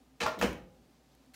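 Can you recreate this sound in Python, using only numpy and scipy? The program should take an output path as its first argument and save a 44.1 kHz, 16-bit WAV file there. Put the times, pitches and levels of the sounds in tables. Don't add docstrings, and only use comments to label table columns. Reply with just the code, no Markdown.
import sys
import numpy as np
from scipy import signal
from scipy.fft import rfft, irfft
from scipy.io import wavfile
from scipy.ndimage import map_coordinates

SR = 44100
rng = np.random.default_rng(int(sys.argv[2]) if len(sys.argv) > 2 else 0)


def persist_wave(psi):
    counts = np.round(np.clip(psi, -1, 1) * 32767).astype(np.int16)
    wavfile.write(sys.argv[1], SR, np.atleast_2d(counts).T)


def ratio_of_db(decibels):
    return 10 ** (np.asarray(decibels, float) / 20)


N = 59535

# start_s, level_db, rattle_t60_s
SLAM_HITS = [
    (.4125, -28, 0.058),
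    (.4160, -28.5, 0.032),
    (.4242, -23, 0.031),
    (.4295, -29.5, 0.055),
    (.435, -29, 0.044),
    (.440, -28, 0.041),
    (.445, -39, 0.072),
    (.457, -37, 0.063),
]
# frequency_hz, density_db_per_hz
SLAM_COLOUR = [(350, -17), (550, -1), (850, 2), (1300, 1), (2900, -4.5), (3500, -12), (7000, -18),
               (16000, -33.5)]
# frequency_hz, level_db, t60_s
SLAM_MODES = [(823, 7, 0.06), (916, -4, 0.046), (1340, -23, 0.071), (1390, -16, 0.14), (1920, -7, 0.042),
              (2146, -8, 0.071), (2900, -30, 0.013), (6800, -13, 0.013)]
# start_s, level_db, rattle_t60_s
KNOCK_HITS = [
    (.2612, -18.5, 0.0048),
    (.2640, -25, 0.037),
    (.273, -29, 0.045),
    (.279, -32, 0.03),
    (.287, -31.5, 0.04),
]
# frequency_hz, density_db_per_hz
KNOCK_COLOUR = [(250, -14), (450, -4), (850, -1), (1400, -5.5), (2100, -13.5), (5500, -24.5), (10000, -40),
                (14000, -36)]
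# frequency_hz, level_db, t60_s
KNOCK_MODES = [(391, 3, 0.1), (504, 2, 0.16), (652, 7, 0.092), (853, -8, 0.042), (950, 1.5, 0.092),
               (1189, -9, 0.14), (1400, 5.5, 0.079), (1853, 3, 0.057), (2320, -14, 0.064)]
# start_s, level_db, rattle_t60_s
HOOK_HITS = [
    (.2028, -39, 0.068),
    (.2055, -35, 0.14),
    (.2125, -29.5, 0.046),
    (.2165, -31, 0.032),
    (.226, -32.5, 0.14),
    (.234, -33, 0.04),
]
# frequency_hz, density_db_per_hz
HOOK_COLOUR = [(300, -26), (600, -7), (1100, -1.5), (1900, -6.5), (2400, -5), (3500, -9), (6200, -14),
               (16000, -41)]
# frequency_hz, level_db, t60_s
HOOK_MODES = [(275, -10.5, 0.047), (473, -2.5, 0.32), (848.6, -0.5, 0.18), (1400, -21, 0.033),
              (1845, -0.5, 0.16), (2470, -25, 0.017), (2390, -8, 0.03), (3120, -19, 0.025)]
# start_s, level_db, rattle_t60_s
SPRING_HITS = [
    (.3885, -45, 0.073),
    (.397, -51, 0.38),
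]
# frequency_hz, density_db_per_hz
SPRING_COLOUR = [(300, -48), (1500, 10), (4000, 6), (8000, -2), (11000, -12), (14500, -1), (16000, -8)]
# frequency_hz, level_db, t60_s
SPRING_MODES = [(3300, -21, 0.024), (4040, -1, 0.016), (14130, -2, .008), (15400, 2, .008)]
# start_s, level_db, rattle_t60_s
PANEL_HITS = [
    (.207, -41, 0.22),
    (.235, -57, 0.05),
    (.262, -39, 0.02),
    (.370, -48, 0.63),
    (.404, -44, 0.12),
    (.426, -23.5, 0.024),
    (.440, -29.5, 0.094),
    (.464, -52, 0.15),
]
# frequency_hz, density_db_per_hz
PANEL_COLOUR = [(90, -11.5), (130, 3), (200, 0.5), (320, -6.5), (480, -2.5), (700, -0.5), (1200, -13),
                (3000, -65)]
# frequency_hz, level_db, t60_s
PANEL_MODES = [(130, -6, 0.24), (197, -16, 0.11), (246.8, -4, 0.25), (321, -9, 0.079), (390, 0.5, 0.03),
               (484, -2.5, 0.065), (518, -15, 0.5), (573, -8, 0.14)]
# start_s, level_db, rattle_t60_s
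CRACK_HITS = [
    (.2027, -45, 0.022),
    (.2052, -42, 0.018),
    (.2120, -47, 0.0086),
    (.2610, -43, .03),
    (.3885, -53, 0.0087),
    (.4124, -32.5, 0.015),
    (.4236, -34, 0.025),
    (.4330, -31.5, .01),
]
# frequency_hz, density_db_per_hz
CRACK_COLOUR = [(2000, -25), (4000, 1), (6700, 2.5), (9000, -15), (12000, -7), (14500, -9), (16200, -6)]
# frequency_hz, level_db, t60_s
CRACK_MODES = [(5070, 2, 0.027), (6500, -5.5, 0.0063), (13700, -7, .02)]
# start_s, level_db, pitch_hz
BLOWS = [(0.2093, -37, 1100), (0.2207, -29.5, 990), (.2385, -31.5, 700), (0.2637, -23, 980),
         (0.2664, -28.5, 1400), (0.2717, -31, 1310), (0.4135, -25.5, 940), (.4160, -23, 1540),
         (0.4239, -23, 1720), (.4285, -23.5, 800), (0.4446, -27.5, 450), (.4640, -27.5, 330)]
# start_s, level_db
SNAPS = [
    (0.2037, -31),
    (0.206, -27.5),
    (0.217, -31.5),
    (0.4131, -32),
    (.4240, -23),
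    (0.426, -33.5),
]
# frequency_hz, level_db, t60_s
SNAP_MODES = [(1853, -5, 0.019), (2347, -3, 0.019), (2566, -4, 0.031), (3050, -4, 0.016)]
# frequency_hz, level_db, t60_s
THUD_MODES = [(184, -17.5, 0.091), (206, -15, 0.077), (240, -5, 0.1), (299.6, -6, 0.092),
              (355, -6.5, 0.089), (484.8, 0, 0.1), (507, -36, 0.23), (558.6, -22, 0.21)]
# start_s, length_s, level_db
FLEXES = [
    (.365, 0.064, -51),
    (.426, 0.047, -35.5),
]
# frequency_hz, level_db, t60_s
CAVITY_MODES = [(182.5, -6, 0.75), (242.6, -4.5, 0.83), (290, -7, .6), (310.4, 2.5, .4), (431, -9, 0.47),
                (515, -4, 0.73), (557, -0.5, 0.49), (820, -7.5, 0.61)]
# start_s, length_s, level_db
SHOVES = [
    (.21, 0.1, -63),
    (.365, 0.066, -67),
    (.43, 0.1, -48),
    (.59, 0.068, -60),
    (.76, 0.052, -78),
]
# start_s, level_db, rattle_t60_s
TICK_HITS = [
    (.530, -48.5, 0.017),
    (1.1509, -58.5, 0.0067),
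    (1.2615, -66, 0.013),
]
# frequency_hz, density_db_per_hz
TICK_COLOUR = [(1500, -2), (3000, -6), (6000, -10), (10000, -7.5), (13000, -7), (16000, -24)]
# start_s, level_db, rattle_t60_s
SCRAPE_HITS = [
    (1.3358, -56.5, 0.14),
    (1.341, -51.5, 0.12),
]
# frequency_hz, density_db_per_hz
SCRAPE_COLOUR = [(350, -72), (600, -14), (2010, 1.5), (2400, -5.5), (2830, -2), (6120, -7), (16000, -16)]
# frequency_hz, t60_s
KITCHEN = [(60, 1), (200, 0.43), (500, 0.37), (1500, 0.37), (5000, 0.34), (14000, 0.3)]
# start_s, length_s, level_db
BUZZES = [
    (.0, 0.048, -72),
    (0.063, 0.18, -71),
    (1.144, 0.13, -68.5),
    (1.266, 0.051, -67),
]
# frequency_hz, width_hz, level_db
FRIDGE = [(135.2, 11, -76), (257, 28, -72), (768, 11.3, -80.5), (1210, 13, -90), (1980, 39, -114)]
# time_s, level_db
HISS = [(0, -83), (.7, -82.5), (1.0, -79), (1.15, -77.5), (1.35, -84.5)]
# frequency_hz, density_db_per_hz
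HISS_COLOUR = [(800, -19), (2000, 2.5), (4500, 8.5), (7500, 2.5), (9000, -13), (16000, -23)]
# frequency_hz, density_db_per_hz
AIR = [(45, -12), (60, -8), (88, -18.5), (123, -10), (258, -6), (399, -10), (1500, -22), (16000, -35.5)]


def unit(x):
    return x / np.sqrt(np.mean(x ** 2) + 1e-20)


def along(points, hz):
    f, v = np.transpose(points)
    return np.interp(np.log(hz + 1), np.log(f + 1), v)


def coloured(x, points):
    size = 2 ** 13
    low_end = (points[0][0] / 3, points[0][1] - 60)
    level_db = along([low_end] + list(points), np.fft.rfftfreq(size, 1 / SR))
    cepstrum = irfft(np.log(ratio_of_db(level_db) + 1e-6), size)
    cepstrum[1:size // 2] *= 2
    cepstrum[size // 2 + 1:] = 0
    response = irfft(np.exp(rfft(cepstrum)), size)
    return signal.fftconvolve(x, response / np.linalg.norm(response))[:len(x)]


def wobble(rate_hz):
    knots = rng.standard_normal(int(N * rate_hz / SR) + 4)
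    return map_coordinates(knots, [np.arange(N) * rate_hz / SR])


def kitchen(x, wet_db=-4):
    hz, t, z = signal.stft(rng.standard_normal(SR), SR, nperseg=256)
    decay = ratio_of_db(-60 * t / along(KITCHEN, hz)[:, None])
    tail = signal.istft(z * decay, SR, nperseg=256)[1]
    tail = tail * (1 - np.exp(-np.arange(len(tail)) / SR / 0.0036))
    return x + ratio_of_db(wet_db) * signal.fftconvolve(x, tail / np.linalg.norm(tail))[:N]


def contacts(hits, colour, modes, ring_db, rise_s, grit_db):
    rattle, t = np.zeros(N + SR), np.arange(SR // 2) / SR
    for start_s, db, t60 in hits:
        grain_db = grit_db * np.repeat(rng.standard_normal(len(t) // 30), 30)
        grit = rng.standard_normal(len(t)) * ratio_of_db(grain_db)
        envelope = ratio_of_db(db - 60 * t / t60) * (1 - np.exp(-t / rise_s))
        rattle[round(start_s * SR):][:len(t)] += envelope * unit(grit)
    ring = sum(ratio_of_db(db - 60 * t / t60) * np.sin(2 * np.pi * hz * t) / np.sqrt(t60) for hz, db, t60 in modes)
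    rung = signal.fftconvolve(rattle, ring / np.linalg.norm(ring))[:N]
    return kitchen(coloured(rattle[:N], colour) + ratio_of_db(ring_db) * rung)


def swells(rows, hz, steady=0):
    t = np.arange(N) / SR
    size = steady
    for start_s, length_s, db in rows:
        size = size + ratio_of_db(db) * np.sin(np.pi * np.clip((t - start_s) / length_s, 0, 1))
    return 2 * size * np.sin(2 * np.pi * np.cumsum(hz) / SR)


def slam():
    return contacts(SLAM_HITS, SLAM_COLOUR, SLAM_MODES, ring_db=-10.5, rise_s=0.00064, grit_db=2.5)


def ramp_knock():
    return contacts(KNOCK_HITS, KNOCK_COLOUR, KNOCK_MODES, ring_db=-3.5, rise_s=0.00018, grit_db=-4.0)


def hooks():
    return contacts(HOOK_HITS, HOOK_COLOUR, HOOK_MODES, ring_db=-2.5, rise_s=0.00055, grit_db=-1.0)


def spring():
    return contacts(SPRING_HITS, SPRING_COLOUR, SPRING_MODES, ring_db=-9.0, rise_s=0.00038, grit_db=1.5)


def panel():
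    return contacts(PANEL_HITS, PANEL_COLOUR, PANEL_MODES, ring_db=2.0, rise_s=0.0045, grit_db=1.0)


def cracks():
    return contacts(CRACK_HITS, CRACK_COLOUR, CRACK_MODES, ring_db=-5.5, rise_s=0.00041, grit_db=1.0)


def blows():
    t, push = np.arange(N) / SR, np.zeros(N)
    for start_s, db, hz in BLOWS:
        cycles = np.clip(t - start_s, 0, None) * hz
        push -= ratio_of_db(db + 7 - 60 * cycles / 4.35) * np.sin(2 * np.pi * cycles)
    return kitchen(push, wet_db=-5)


def snaps():
    out, t = np.zeros(N + SR), np.arange(SR // 10) / SR
    rise = 1 - np.exp(-t / 0.0015)
    for start_s, db in SNAPS:
        ring = np.zeros(len(t))
        for hz, level, t60 in SNAP_MODES:
            luck_db = 3.0 * rng.standard_normal()
            ring += ratio_of_db(level + luck_db - 60 * t / t60) * np.sin(2 * np.pi * hz * t)
        out[round(start_s * SR):][:len(t)] += ratio_of_db(db + 2.5) * rise * ring
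    return kitchen(out[:N])


def thud():
    u = np.clip(np.arange(N) / SR - 0.4265, 0, None)
    ring = sum(ratio_of_db(db - 60 * u / t60) * np.sin(2 * np.pi * hz * u) for hz, db, t60 in THUD_MODES)
    return kitchen(ratio_of_db(-19) * (1 - np.exp(-u / 0.0048)) * ring, wet_db=-9.5)


def flex():
    return swells(FLEXES, np.full(N, 193.1))


def cavity():
    u = np.clip(np.arange(N) / SR - 0.43, 0, None)
    ring = np.zeros(N)
    for hz, db, t60 in CAVITY_MODES:
        ring += ratio_of_db(db - 60 * u / t60 + 4.5 * wobble(24.96)) * np.sin(2 * np.pi * hz * u)
    return ratio_of_db(-41) * (1 - np.exp(-u / 0.041)) * ring


def cabinet():
    return swells(SHOVES, 58.23 + 1.32 * wobble(17), steady=ratio_of_db(-74 + 0.92 * wobble(12.0)))


def ticks():
    t, shape = np.arange(N) / SR, np.zeros(N)
    for start_s, db, t60 in TICK_HITS:
        shape += ratio_of_db(db - 60 * np.clip(t - start_s, 0, None) / t60) * (t >= start_s)
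    return coloured(shape * rng.standard_normal(N), TICK_COLOUR)


def scrape():
    modes = [(1945, -6, 0.029), (2770, -10, 0.02)]  # frequency_hz, level_db, t60_s
    return contacts(SCRAPE_HITS, SCRAPE_COLOUR, modes, ring_db=-5, rise_s=0.001, grit_db=4.5)


def fridge_buzz():
    return swells(BUZZES, 259.5 + 4.38 * wobble(20))


def fridge_hum():
    f, hum = np.fft.rfftfreq(N, 1 / SR), np.zeros(N)
    for hz, width_hz, db in FRIDGE:
        band = np.exp(-((f - hz) / width_hz) ** 2)
        hum += ratio_of_db(db) * unit(irfft(rfft(rng.standard_normal(N)) * band, N))
    return hum


def pan_hiss():
    time_s, db = np.transpose(HISS)
    level_db = np.interp(np.arange(N) / SR, time_s, db) + 1.5 + 2.1 * wobble(28.34)
    return ratio_of_db(level_db) * unit(coloured(rng.standard_normal(N), HISS_COLOUR))


def room_air():
    return ratio_of_db(-67 + wobble(13.4) / 2) * unit(coloured(rng.standard_normal(N), AIR))


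def scene():
    latch = ramp_knock() + hooks() + spring() + cracks() + snaps()
    door = slam() + panel() + blows() + thud() + flex()
    body = cavity() + cabinet() + ticks()
    background = scrape() + fridge_buzz() + fridge_hum() + pan_hiss() + room_air()
    return (latch + door + body + background)[None]


def top_cut(x):
    return signal.sosfilt(signal.butter(12, 16470, fs=SR, output="sos"), x)


def record(dry):
    low_pass = signal.cheby2(12, 50, 16500, fs=SR, output="sos")
    high_pass = signal.butter(4, 50.6, "high", fs=SR, output="sos")
    mix = signal.sosfilt(high_pass, signal.sosfilt(low_pass, dry))
    return top_cut(mix)


dry = scene()
out = record(dry)
persist_wave(out)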